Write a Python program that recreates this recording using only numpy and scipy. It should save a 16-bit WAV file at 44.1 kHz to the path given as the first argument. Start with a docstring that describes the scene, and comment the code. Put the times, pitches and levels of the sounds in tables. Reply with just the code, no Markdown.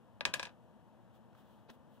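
"""A wooden desk in a small room, heard from close by through two microphone ports. A fan runs throughout.
At 0.2 s a plastic die drops, bounces a few times unevenly, then clatters faster and fainter to rest.
Each contact cracks, rings the desk top and scatters off the clutter into the room.
From 1.1 s a hand reaches in, bumps the desk and touches the die,
then picks it up at 1.7 s with a light scrape and a tick."""
import sys
import numpy as np
from scipy import signal
from scipy.fft import rfft, irfft
from scipy.io import wavfile

SR = 44100
rng = np.random.default_rng(int(sys.argv[2]) if len(sys.argv) > 2 else 0)


def store_wav(level_fs):
    """Save 16-bit WAV to argv[1]."""
    pcm = np.round(np.clip(np.atleast_2d(level_fs), -1, 1) * 32767)
    wavfile.write(sys.argv[1], SR, pcm.T.astype(np.int16))


N = 88200
T = np.arange(N) / SR
HZ = np.fft.rfftfreq(N, 1 / SR)

# rush of the fan (frequency [Hz], relative level [dB])
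FAN_COLOUR = [(15, -75), (25, -40), (70, -5.5), (87, -8.5), (108, -2), (170, -5.5), (212, -3), (256, -4.5),
              (277, -12.5), (344, -9.5), (405, -18.5), (476, -9.5), (560, -13), (607, -10), (818, -14),
              (911, -12), (1330, -24), (1700, -24.5), (2160, -36), (2990, -30.5), (4490, -42.5),
              (14800, -47), (16000, -56)]
# hum of the fan (frequency [Hz], level [dB])
FAN_HUM = [(120, -71.5), (216, -72)]
# room tail (frequency [Hz], relative level [dB], t60 [s])
ROOM_TAIL = [(100, -13.5, 0.25), (402, -8.5, 0.27), (579.6, 2.5, 0.2), (760, -2, 0.29), (990, -1, 0.16),
             (1310, -6.5, 0.3), (1640, 3.5, .21), (2050, -7, 0.16), (2450, 2, 0.15), (3060, 0, 0.17),
             (3870, 0.5, 0.12), (4950, -5, 0.14), (8550, -6.5, 0.13), (12400, -9, 0.19), (16100, -4, .13)]
# the hand brushing past (time [s], half length [s], level [dB])
BRUSHES = [(1.158, 0.018, -73), (1.393, 0.028, -71), (1.51, 0.065, -75), (1.606, 0.048, -84),
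           (1.71, 0.0088, -66.5), (1.74, .016, -72), (1.955, 0.037, -74.5)]
# fingers touching and lifting the die (time [s], level [dB])
TOUCHES = [(1.3295, -57.5), (1.3493, -55.5), (1.382, -62.5), (1.6971, -48.5)]
# low knocks of the hand on the desk (time [s], level [dB])
HAND_BUMPS = [(1.121, -59), (1.2, -54), (1.701, -52)]
# low thuds of the desk top while the die bounces (time [s], level [dB])
THUDS = [(0.207, -55), (.254, -44.5), (.341, -50.5), (0.382, -53), (.426, -53)]
# spectra of the brush, touch, scrape, tick and thud (frequency [Hz], relative level [dB])
BRUSH_COLOUR = [(200, -6), (1300, 4.5), (2200, -10), (3300, 2), (4600, -12), (7000, -15.5), (10000, -14),
                (14000, -10), (16000, -13)]
TOUCH_COLOUR = [(100, -8), (600, -8), (1000, -1), (1300, 1.5), (1700, -2.5), (2300, -10), (4000, -22.5),
                (15000, -38)]
SCRAPE_COLOUR = [(60, -3), (240, 4.5), (500, 5), (800, 2), (1250, -5), (2200, -7), (3800, -7), (7000, -25),
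                 (15000, -38)]
TICK_COLOUR = [(100, 15.5), (450, -2), (800, 13), (2200, -10), (5800, -3.5), (7500, -17), (12000, -13),
               (16000, -25)]
THUD_COLOUR = [(30, -25), (70, -2), (125, 1), (250, -4), (380, -9), (700, -40), (2000, -82)]
# scatter off the keyboard and clutter (frequency [Hz], left gain [dB], right gain [dB])
SCATTER_COLOUR = [(150, -15.5, -27), (393, -9, -17), (577, 7, 3.5), (800, -3, 0.5), (1000, 11, 10),
                  (1338, -6.5, -10), (1682, 13.5, 9), (2000, -2.5, -1), (2480, -0.5, 7.5), (3110, -1, -4),
                  (3940, -4, -6), (5160, -3.5, 1.5), (8500, 2, -13), (12500, -0.5, -16.5),
                  (16000, 0.5, -20.5)]
# modes of the desk top (frequency [Hz], left gain [dB], right gain [dB], t60 [s])
DESK_MODES = [(541.6, -50, -52.5, 0.14), (604, -59.5, -50.5, 0.19), (826, -56, -54.5, 0.16),
              (975, -43.5, -44, 0.18), (1015, -53, -50.5, 0.28), (1195, -53, -52.0, 0.22),
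              (1645, -28, -50.5, 0.047), (1681, -35.5, -39, 0.094), (1994, -38.5, -43, 0.091),
              (2380, -53.5, -47.0, 0.079), (2487.0, -40, -45, 0.18), (2648.0, -41.5, -49, 0.067),
              (3596, -41.5, -56.5, 0.081), (3910, -54, -54, 0.064)]
# first crack of a contact (frequency [Hz], left gain [dB], right gain [dB])
CRACK_COLOUR = [(100, -33, -38.5), (400, -30.5, -28.5), (900, -2, 5.5), (1450, -9.5, -0.5),
                (2010, -4, -15.5), (2520, 16.5, -2.5), (2910, 6.5, -9.5), (3860, 5.5, 13), (4900, 6, -1),
                (5900, -0.5, -3.5), (7110, -1.5, -2.5), (9500, -1.5, -7.5), (12500, -5.5, -5),
                (16000, -20.5, -6)]
# the die landing (time [s], strength [dB], contact time [ms], ring and scatter gain [dB], room gain [dB])
BOUNCES = [(0.2083, -6.5, 0.2, -2.5, -8), (.2530, 0, .12, -0.5, -1.5), (0.3355, -27.5, 0.15, 4.5, 17),
           (0.3394, -4.5, 0.093, 0.5, -0.5), (.3960, -11, 0.12, 1, 0.5), (0.4293, -14.5, 0.11, 2.5, 2.5),
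           (0.4536, -19, 0.12, -1, 1.5), (0.4694, -24, 0.2, 3, -1), (0.493, -36, 0.17, -3, -1)]
# likeness of diffuse sound at the two ports (frequency [Hz], correlation [0-1])
PORT_LIKENESS = [(50, 0.99), (200, .88), (350, .8), (700, 0.88), (1500, .85), (3000, 0.49), (6000, .3),
                 (15000, .1)]
# phase between the ports (frequency [Hz], lead of the left [rad])
PORT_PHASE = [(20, -3), (90, -2.5), (180, -1.86), (350, -1.44), (560, -0.54), (1200, -0.27), (2200, 2),
              (4000, 0.24), (16000, 1)]

CRACK_DB, DESK_DB, ROOM_DB, FAN_DB = -0.5, 1, -2.5, -62
SCRAPE_S, SCRAPE_HALF_S, SCRAPE_DB = 1.7005, 0.011, -54.5
TICK_S, TICK_DB = 1.7008, -45.5
BUMP_HZ = 233.7
SAME_ECHO_SHARE, SAME_ECHO_ABOVE_HZ = 0.4, 3480
PORT_LAG_S, BAND_LIMIT_HZ = 0.00008, 15900


def amp(db):
    """Decibels to gain."""
    return 10 ** (np.asarray(db) / 20)


def read(table, hz=HZ, column=1):
    """One column of a table along a log-frequency axis."""
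    table = np.array(table)
    return np.interp(np.log(hz + 1), np.log(table[:, 0] + 1), table[:, column])


def port_gains(table):
    """Left and right gains of a three-column table."""
    return amp([read(table), read(table, column=2)])


def lean_left(db):
    """Gains that raise the left port and lower the right by db each."""
    return amp([[db], [-db]])


def causal(gain):
    """Spectrum of the quickest causal filter with this gain."""
    fold = np.r_[1, np.full(N // 2 - 1, 2), 1, np.zeros(N // 2 - 1)]
    cepstrum = irfft(np.log(gain + 1e-6))
    return np.exp(rfft(cepstrum * fold))


def add(mix, s, sound):
    """Mixes a sound in at time s."""
    part = mix[:, round(s * SR):]
    part += sound[:, :part.shape[1]]


def noise(colour=None):
    """Noise of rms 1 at the two ports, more alike in the bass than in the treble."""
    left, other = rfft(rng.standard_normal((2, N)))
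    likeness = read(PORT_LIKENESS)
    right = likeness * left + np.sqrt(1 - likeness ** 2) * other
    pair = irfft(np.array([left, right]) * (amp(read(colour)) if colour else 1))
    return pair / pair.std()


def decay(t60, t=T):
    """A fall of 60 dB every t60 seconds."""
    return np.exp(-np.log(1000) * t / t60)


def swell(rise_s, t60):
    """A quick rise and an exponential decay."""
    return (1 - np.exp(-T / rise_s)) * decay(t60)


def fan():
    """In the background, a little to the left: a steady rush of air with a faint hum."""
    hum = sum(amp(db) * np.sqrt(2) * np.sin(2 * np.pi * (hz * T + rng.random())) for hz, db in FAN_HUM)
    return (amp(FAN_DB) * noise(FAN_COLOUR) + hum) * lean_left(db=2)


def room():
    """Spectrum of the small room's diffuse tail, whose treble dies first."""
    hz, t, bands = signal.stft(noise()[:, :N // 4], SR, nperseg=256)
    t60 = read(ROOM_TAIL, hz, column=2)[:, None]
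    tail = signal.istft(bands * decay(t60, t), SR, nperseg=256)[1]
    tail *= 1 - np.exp(-T[:tail.shape[1]] / 0.0022)  # the echoes build up
    return rfft(tail / np.linalg.norm(tail[0]), N) * lean_left(db=1.5)


def scatter():
    """Spectrum of the dense early echoes off the nearby clutter."""
    burst = noise() * swell(rise_s=0.0008, t60=0.036)
    return rfft(burst / np.linalg.norm(burst, axis=1, keepdims=True))


def echoes(pattern):
    """One echo spectrum per landing spot; part of the treble stays the same from spot to spot."""
    share = SAME_ECHO_SHARE * (1 - np.exp(-(HZ / SAME_ECHO_ABOVE_HZ) ** 4))
    common = pattern()
    return [np.sqrt(share) * common + np.sqrt(1 - share) * pattern() for _ in BOUNCES]


def hand():
    """Soft brushing and dull touches, then a scrape and a tick as the die's corner flicks off the wood."""
    motion = np.sqrt(sum(amp(db) ** 2 * np.exp(-((T - s) / half) ** 2) for s, half, db in BRUSHES))
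    drag = amp(SCRAPE_DB) * np.exp(-((T - SCRAPE_S) / SCRAPE_HALF_S) ** 2)
    out = motion * noise(BRUSH_COLOUR) + drag * noise(SCRAPE_COLOUR)
    for s, db in TOUCHES:
        add(out, s, amp(db) * noise(TOUCH_COLOUR) * swell(rise_s=0.00061, t60=0.021))
    add(out, TICK_S, amp(TICK_DB) * noise(TICK_COLOUR) * swell(rise_s=0.00061, t60=0.015))
    return out * lean_left(db=0.6)


def desk_thuds():
    """Low, quickly damped flexing of the desk top while the die bounces and when the hand bumps it."""
    out = np.zeros((2, N))
    for s, db in THUDS:
        add(out, s, amp(db) * noise(THUD_COLOUR) * swell(rise_s=0.004, t60=0.24))
    bump = np.sin(2 * np.pi * BUMP_HZ * T)[None] * swell(rise_s=0.004, t60=0.16)
    for s, db in HAND_BUMPS:
        add(out, s, amp(db) * bump)
    return out * lean_left(db=2)


def desk_ring():
    """Spectrum of the desk top's modes ringing after one tap."""
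    return rfft(sum(amp([[left], [right]]) * decay(t60) * np.sin(2 * np.pi * hz * T)
                    for hz, left, right, t60 in DESK_MODES))


def contact(ms):
    """Spectrum of a slightly lopsided half-sine push: brief and bright when a corner lands."""
    cycles = HZ * ms / 1000
    half_sine = np.pi / 4 * (np.sinc(cycles + 0.5) + np.sinc(cycles - 0.5))
    skew = 0.083 * cycles / (1 + cycles ** 3)
    return causal(np.hypot(half_sine, skew))


def die():
    """Close to the microphone, each landing is a short push that cracks, rings the desk and echoes."""
    lag = np.exp(-2j * np.pi * HZ * np.array([[0], [PORT_LAG_S]]))  # the right port hears it later
    crack = -amp(CRACK_DB) * causal(port_gains(CRACK_COLOUR)) * lag
    ring = -amp(DESK_DB) * desk_ring() * lag
    scatter_filter = causal(port_gains(SCATTER_COLOUR)) * lag
    room_filter = amp(ROOM_DB) * causal(amp(read(ROOM_TAIL)))
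    first_second = T < T[-1] / 2
    out = np.zeros((2, N))
    for (s, db, ms, ring_db, room_db), early, late in zip(BOUNCES, echoes(scatter), echoes(room)):
        near = amp(ring_db) * (ring + scatter_filter * early)
        far = amp(room_db) * room_filter * late
        landing = irfft(contact(ms) * (crack + near + far))
        add(out, s, amp(db) * landing * first_second)
    return out


def scene():
    """Die, desk and hand up close, with the fan behind them."""
    return die() + desk_thuds() + hand() + fan()


def record(dry):
    """The microphone: its two ports differ in phase, most in the bass, and the top treble is cut off."""
    right = irfft(rfft(dry[1]) * np.exp(-1j * read(PORT_PHASE)))
    lowpass = signal.firwin(255, BAND_LIMIT_HZ, window=("kaiser", 8), fs=SR)
    return signal.oaconvolve(np.array([dry[0], right]), lowpass[None], "same")


dry = scene()
out = record(dry)
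store_wav(out)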